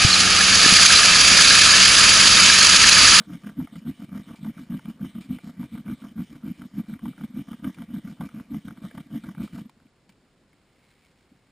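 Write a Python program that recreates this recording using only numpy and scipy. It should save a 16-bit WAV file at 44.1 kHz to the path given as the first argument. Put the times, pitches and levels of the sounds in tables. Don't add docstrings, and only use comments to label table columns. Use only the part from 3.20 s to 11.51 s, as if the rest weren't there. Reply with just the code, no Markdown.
import sys
import numpy as np
from scipy import signal
from scipy.io import wavfile
from scipy.ndimage import uniform_filter1d

SR = 44100
rng = np.random.default_rng(int(sys.argv[2]) if len(sys.argv) > 2 else 0)


def decibels_to_gain(level_db):
    exponent = np.asarray(level_db, float) / 20
    return 10 ** exponent


def wav_out(sig):
    wavfile.write(sys.argv[1], SR, np.round(np.clip(np.atleast_2d(sig).T, -1, 1) * 32767).astype(np.int16))


N = 366471
STOP_S = 6.46


def rms_one(x):
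    return x / np.sqrt(np.mean(x ** 2) + 1e-20)


def at_hz(points, hz):
    table_hz, value = np.transpose(points)
    return np.interp(np.log(hz), np.log(table_hz), value)


def band(x, low_hz, high_hz, order=2):
    return signal.sosfilt(signal.butter(order, [low_hz, high_hz], "band", fs=SR, output="sos"), x)


def resonate(x, hz, width_hz):
    r = np.exp(-np.pi * width_hz / SR)
    feedback = [1, -2 * r * np.cos(2 * np.pi * hz / SR), r * r]
    return signal.lfilter(np.array([1, 0, -1]) * (1 - r * r) / 2, feedback, x + 1e-18)


def body(x, modes):
    return sum((-1) ** k * decibels_to_gain(db) * resonate(x, hz, width_hz) for k, (hz, width_hz, db) in enumerate(modes))


def grains(per_s, spread_db):
    sizes = decibels_to_gain(spread_db * np.minimum(rng.exponential(1, N), 4))
    signs = rng.choice([-1, 1], N)
    return rms_one(sizes * signs * (rng.random(N) < per_s / SR))


# (first slip [s], length [s], peak [dB], place of peak [0-1], tearing [dB])
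PUSHES = [(.083, 0.088, -30, 0.52, -51), (.379, 0.069, -22.5, 0.46, -56), (.663, 0.048, -24.5, 0.51, -56),
          (.929, 0.085, -29, 0.42, -51), (1.219, 0.08, -26, 0.68, -56), (1.506, .082, -26.5, .4, -53),
          (1.815, 0.065, -26, 0.24, -54), (2.098, 0.068, -26, 0.43, -60), (2.382, 0.073, -26, 0.6, -57),
          (2.665, 0.073, -25, 0.56, -47.5), (2.965, 0.076, -27, .45, -52.5),
          (3.243, 0.074, -27, .45, -54.5), (3.545, 0.058, -24.5, 0.92, -55),
          (3.834, 0.078, -26.5, 0.38, -56.5), (4.148, 0.0647, -26.5, 0.62, -54.5),
          (4.437, 0.065, -25.5, .45, -48), (4.692, 0.094, -28.5, .7, -57.5),
          (5.009, .053, -24.5, 0.45, -50), (5.309, 0.075, -27, 0.6, -56), (5.629, 0.055, -31, 0.29, -52.5),
          (5.912, 0.065, -26.5, 0.64, -51), (6.186, 0.0668, -25, .55, -51)]
# (first slip [s], length [s], peak [dB], place of peak [0-1], tearing [dB])
PULLS = [(.008, 0.0061, -31, 0.22, -48.5), (0.243, 0.055, -32, 0.6, -49), (0.532, 0.055, -33.5, 0.47, -58),
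         (0.803, 0.042, -29, 0.85, -56), (1.083, 0.056, -30, .75, -51), (1.373, 0.065, -33.5, 0.44, -51.5),
         (1.658, 0.044, -28, 0.83, -55), (1.959, 0.052, -29.5, 0.41, -59), (2.247, 0.052, -32, 0.66, -54),
         (2.534, .068, -29.5, .35, -54.5), (2.827, 0.06, -33.5, 0.4, -52),
         (3.108, 0.053, -29.5, 0.78, -58.5), (3.395, 0.064, -31.5, 0.55, -60),
         (3.691, 0.065, -31, 0.4, -52), (3.99, 0.056, -29, 0.74, -56), (4.286, 0.05694, -31, 0.56, -51),
         (4.576, 0.065, -32, 0.57, -56), (4.854, 0.074, -30.5, 0.52, -55), (5.149, 0.061, -29.5, .7, -55),
         (5.456, .07, -30.5, 0.36, -57), (5.75, .056, -29, 0.54, -54), (6.045, 0.068, -29, .45, -55),
         (6.336, 0.081, -31, 0.56, -51.5)]
# (time [s], peak [dB])
TURNS = [(.324, -44), (.628, -45), (.894, -39.5), (1.192, -45), (1.475, -51), (1.757, -46), (1.898, -47.5),
         (2.059, -42), (2.349, -48), (2.918, -41.5), (3.186, -48), (3.212, -49), (3.639, -45.5),
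         (4.105, -44), (4.395, -40), (5.58, -41.5), (5.87, -44), (6.001, -46), (6.157, -44.5), (6.461, -38)]
PUSH_GAP_S, PULL_GAP_S = 0.0165, 0.023
PUSH_SAG_DB, PULL_SAG_DB = 22, 10
SLIP_SPREAD_DB, SLIP_JITTER = 2.01, 0.12
THUD_HZ, HZ_PER_DB, SPREAD_HZ, TURN_HZ = 215, 2.5, 14.09, 211


def slips():
    rows = [(s, db, TURN_HZ) for s, db in TURNS]
    chance = iter(rng.standard_normal((len(PUSHES + PULLS), 3, 9)))
    for strokes, gap_s, sag_db in ((PUSHES, PUSH_GAP_S, PUSH_SAG_DB), (PULLS, PULL_GAP_S, PULL_SAG_DB)):
        for (start_s, length_s, db, peak, _), (late, hard, sharp) in zip(strokes, chance):
            count = min(round(length_s / gap_s) + 1, len(late))
            place = np.linspace(0, 1, count)
            level_db = db - sag_db * (place - peak) ** 2 - SLIP_SPREAD_DB * np.abs(hard[:count])
            jitter_s = SLIP_JITTER * gap_s * late[:count] * np.sin(np.pi * place)
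            pitch_hz = THUD_HZ + HZ_PER_DB * (level_db + 32) + SPREAD_HZ * sharp[:count]
            rows += zip(start_s + place * length_s + jitter_s, level_db, pitch_hz)
    return sorted(rows)


# (time [s], peak [dB], pitch [Hz])
NUDGES = [
    (6.495, -55, 220),
    (6.574, -55, 199),
    (6.625, -53.5, 233),
    (6.661, -48.5, 222),
    (6.899, -55.5, 198),
    (8.124, -48.5, 250),
    (8.151, -55, 160),
]
THUD_S = 0.0038


def thuds():
    rows = np.array(slips() + NUDGES)
    t = np.arange(-1200, 1200) / SR
    sound, pressure = np.zeros(N + 2400), np.zeros(N + 2400)
    rocking = np.cumsum(np.diff(rows[:, 0], prepend=0) * rows[:, 2])
    for (s, db, hz), turn, (jolt, stretch) in zip(rows, rocking, rng.random((len(rows), 2))):
        width_s = THUD_S * (1.1 + 0.8 * stretch)
        swell = decibels_to_gain(db) * np.exp(-0.5 * (t / width_s) ** 2)
        span = slice(round(s * SR), round(s * SR) + 2400)
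        sound[span] += swell * np.cos(2 * np.pi * (hz * t + turn + 0.69 * jolt))
        pressure[span] += swell
    return sound[1200:-1200], pressure[1200:-1200]


MURMUR_DB, GROUND_HZ, GROUND_WIDTH_HZ = -55, 81, 30


def shaking(thud, pressure):
    noise = rng.standard_normal((2, N))
    load = uniform_filter1d(pressure, size=500) + decibels_to_gain(MURMUR_DB) * (np.arange(N) < STOP_S * SR)
    board = thud + load * decibels_to_gain(-2.5) * rms_one(band(noise[0], 143, 312))
    board = signal.sosfiltfilt(signal.butter(4, [118, 325], "band", fs=SR, output="sos"), board)
    ground = decibels_to_gain(-19.5) * rms_one(resonate(noise[1], GROUND_HZ, GROUND_WIDTH_HZ))
    return board + load * ground


def swells(t, centres_s, levels_db, rise_s, fall_s):
    away = t - centres_s[:, None]
    return decibels_to_gain(levels_db) @ np.exp(-0.5 * (away / np.where(away < 0, rise_s, fall_s)) ** 2)


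TEAR_RISE_S, TEAR_FALL_S, TEAR_REST_DB = 0.029, 0.02, -64.5
SWISH_DB, SWISH_FOLLOWS, SWISH_REST_DB = -59, 0.33, -70


def friction():
    t = np.arange(0, N + 64, 64) / SR
    moving = t < STOP_S
    tear, swish = decibels_to_gain(TEAR_REST_DB) * moving, decibels_to_gain(SWISH_REST_DB) * moving
    for strokes, lag_s, rise_s, linger_s in ((PUSHES, 0.015, 0.032, 0.03), (PULLS, 0, 0.082, 0.049)):
        start_s, length_s, _, peak, tear_db = np.transpose(strokes)
        tear = tear + swells(t, start_s + peak * length_s, tear_db - 2.0, TEAR_RISE_S, TEAR_FALL_S)
        swish_db = SWISH_DB + SWISH_FOLLOWS * (tear_db - tear_db.mean())
        swish = swish + swells(t, start_s + length_s / 2 + lag_s, swish_db, rise_s, linger_s)
    return [np.interp(np.arange(N) / SR, t, level) for level in (tear, swish)]


def wandering(x, modes, patchy_db):
    knots = np.arange(0, N + 2000, 2000)
    out = 0
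    for k, (mode, row) in enumerate(zip(modes, rng.standard_normal((len(modes), len(knots))))):
        drift = np.interp(np.arange(N), knots, row)
        out = out + (-1) ** k * decibels_to_gain(patchy_db * drift) * body(x, [mode])
    return rms_one(out)


# (frequency [Hz], width [Hz], level [dB])
BOARD = [(480, 156, 1.5), (690.6, 44, 6), (898, 67, 1), (1180, 81, 6.5), (1380, 330, 1.5), (1610, 244, 1.5)]
# (frequency [Hz], width [Hz], level [dB])
SPINDLE = [(1944, 380, -7), (2336, 140, -1.5), (2998, 227, -4.5), (3726, 520, -8), (5010, 2700, -15),
           (5970, 510, -7.5)]


def rubbing(pressure):
    tearing, swishing = friction()
    gust = (pressure + 0.0057) / (uniform_filter1d(pressure, size=3000) + 0.018)
    tear = wandering(grains(1000, spread_db=5.0), BOARD, patchy_db=2.0) * gust ** 0.5
    swish = wandering(grains(4000, spread_db=3.0), SPINDLE, patchy_db=3.0) * gust ** 0.45
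    return tearing * tear + swishing * swish


# (frequency [Hz], level per Hz [dB])
AIR = [(25, 0), (80, 2), (200, 3.5), (400, -3), (800, -10), (1500, -11.5), (2300, -14), (4000, -16.5),
       (5600, -16.5)]
# (frequency [Hz], correlation [-1 to 1])
LIKENESS = [(40, 0.97), (400, 0.96), (2400, 0.85), (5000, 0.65)]
AIR_DB = -63.5


def air():
    out, edges_hz = 0, 25 * 2 ** np.arange(0, 8.1, 0.5)
    white = rng.standard_normal((2, 2, N))
    for k, (low_hz, high_hz) in enumerate(zip(edges_hz, edges_hz[1:])):
        mid, side = band(white[k % 2], low_hz, high_hz)
        hz = np.sqrt(low_hz * high_hz)
        alike = np.clip(at_hz(LIKENESS, hz), -1, 1)
        stereo = np.sqrt(1 + alike) * mid + np.sqrt(1 - alike) * side * [[1], [-1]]
        out = out + decibels_to_gain(at_hz(AIR, hz)) * stereo
    return decibels_to_gain(AIR_DB) * rms_one(out)


# (time [s], peak [dB], ring [Hz])
TICKS = [(0.291, -44.5, 1460), (0.401, -42, 950), (0.472, -42.5, 1300), (0.556, -43.5, 1370),
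         (0.947, -47, 1119), (1.246, -42.5, 937), (1.379, -44, 1450), (1.656, -45, 1226),
         (2.271, -47, 1174), (2.679, -41, 1166), (3.418, -38.5, 1244), (3.738, -42.5, 1527),
         (3.792, -46.5, 1141), (3.855, -35.5, 866), (3.979, -47, 1399), (4.01, -41, 1239),
         (4.036, -42.5, 1156), (4.443, -32.5, 1207), (4.585, -42.5, 1180), (5.008, -33.5, 889.4),
         (5.089, -45, 1270), (5.344, -41, 1180), (5.482, -39.5, 1245), (5.507, -41.5, 1173),
         (5.573, -48.5, 1157), (5.779, -39.5, 1577), (6.037, -48.5, 1448), (6.089, -41, 862),
         (6.149, -46.5, 1180), (6.179, -49, 1418),
         (.246, -50, 1560), (.269, -48, 1150), (0.671, -46.5, 1180), (.918, -54.5, 1430),
         (1.091, -47, 1380), (1.267, -44, 918), (1.521, -48, 1180), (1.593, -44, 1128), (1.702, -57, 1527),
         (1.847, -43, 1180), (2.185, -42.5, 1357), (2.429, -41.5, 908), (2.553, -45, 1189),
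         (2.577, -41, 1194), (2.82, -49.5, 1293), (2.98, -49, 904), (3.154, -50, 1560), (3.232, -55, 1423),
         (3.931, -50.5, 1461), (4.33, -40.5, 1240), (4.62, -41.5, 1212), (4.761, -47, 1226),
         (4.873, -45.5, 1505), (5.198, -41, 1180), (5.711, -45, 1630), (5.803, -48, 1309),
         (6.276, -46.5, 1302), (6.331, -51, 1570), (6.359, -44, 1409), (6.386, -44, 1146)]
# (time [s], peak [dB], ring [Hz])
TAPS = [
    (6.494, -51, 928),
    (6.57, -68, 648),
    (6.6, -59, 1203),
    (6.622, -66, 703),
    (6.667, -62, 2290),
    (6.893, -57, 2230),
    (7.33, -61, 2200),
]
TICK_DB, RATTLE_S, CRUNCH, TICK_CUT_HZ = 4, 0.0021, 0.69, 2850


def ticks():
    out, t = np.zeros(N + 1500), np.arange(1500) / SR
    rows = TICKS + TAPS
    for (s, db, hz), noise in zip(rows, rng.standard_normal((len(rows), 1500))):
        age = t / RATTLE_S / decibels_to_gain(CRUNCH * max(db + 42.5, 0))
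        rattle = np.sign(noise) * np.minimum(2.7 * age + 0.21, 1) * np.exp(-age)
        tick = decibels_to_gain(17) * resonate(rattle, hz, 230)
        tick = tick + decibels_to_gain(7) * body(rattle, BOARD) + decibels_to_gain(6.5) * body(rattle, SPINDLE)
        tick = band(tick, 340, TICK_CUT_HZ)
        out[round(s * SR):][:1500] += decibels_to_gain(db + TICK_DB) * tick / np.abs(tick).max()
    return out[:N]


# (time [s], peak [dB], decay [s])
CRINKLES = [
    (1.158, -53.5, 0.02),
    (2.009, -52, 0.04),
    (4.545, -50, 0.0051),
    (6.229, -52, 0.044),
    (6.495, -54, 0.0052),
    (6.892, -52.5, 0.0065),
    (6.922, -61, .006),
]


def crinkles():
    swell, t = np.zeros(N + 4000), np.arange(4000) / SR
    for s, db, decay_s in CRINKLES:
        swell[round(s * SR):][:4000] += decibels_to_gain(db) * np.exp(-t / decay_s)
    crackle = grains(4300, spread_db=0.0) * swell[:N]
    bright = decibels_to_gain(7.5) * band(crackle, 2430, 4488, order=1)
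    return bright + decibels_to_gain(1.5) * band(crackle, 920, 2340) + decibels_to_gain(13.5) * resonate(crackle, 2340, 210)


# (time [s], level [dB])
RUSTLE = [
    (6.4, -97),
    (6.58, -75),
    (6.75, -88),
    (7.25, -84),
    (7.33, -75),
    (7.45, -76),
    (7.7, -66.5),
    (7.95, -70.5),
    (8.2, -77),
]


def rustle():
    level = decibels_to_gain(np.interp(np.arange(N) / SR, *np.transpose(RUSTLE)))
    crackle = grains(1200, spread_db=3.5)
    return level * rms_one(band(crackle, 1197, 4350, order=1) + decibels_to_gain(5) * resonate(crackle, 2180, 210))


def scene():
    thud, pressure = thuds()
    low = shaking(thud, pressure)
    wood = rubbing(pressure) + ticks() + crinkles() + rustle()
    apart = decibels_to_gain(-15) * np.roll(band(wood, 1800, 6900, order=1), 300)
    apart = apart + decibels_to_gain(-37) * np.roll(low, 300) + decibels_to_gain(-24) * np.roll(band(low, 25, 90), 900)
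    return low + wood + apart * [[1], [-1]] + air()


def roll_off(x):
    return signal.sosfilt(signal.butter(12, 15400, fs=SR, output="sos"), x)


def record(dry):
    dry = dry - np.array([resonate(side, 6100, 800) for side in dry])
    slow = signal.resample_poly(dry, 40, 147, axis=1, window=("kaiser", 2.0))
    held = np.repeat(slow, 4, axis=1)
    out = signal.resample_poly(held, 147, 160, axis=1)[:, :N]
    out = out + decibels_to_gain(-12) * np.roll(band(out[0], 9600, 15000), 200) * [[1], [-1]]
    hz, _, cells = signal.stft(out, SR, nperseg=1024)
    cells = cells * decibels_to_gain(np.interp(hz, [9000, 12000], [0, -2.2]))[:, None]
    level = uniform_filter1d(np.abs(cells.mean(axis=0)), size=5, axis=0)
    floor_db = np.interp(hz, [5000, 9500, 11500, 13500], [-125, -117, -108, -110])
    keep = (level >= decibels_to_gain(floor_db)[:, None]) & (hz < 15400)[:, None]
    out = signal.istft(cells * keep, SR, nperseg=1024)[1][:, :N]
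    return roll_off(out)


dry = scene()
out = record(dry)
wav_out(out)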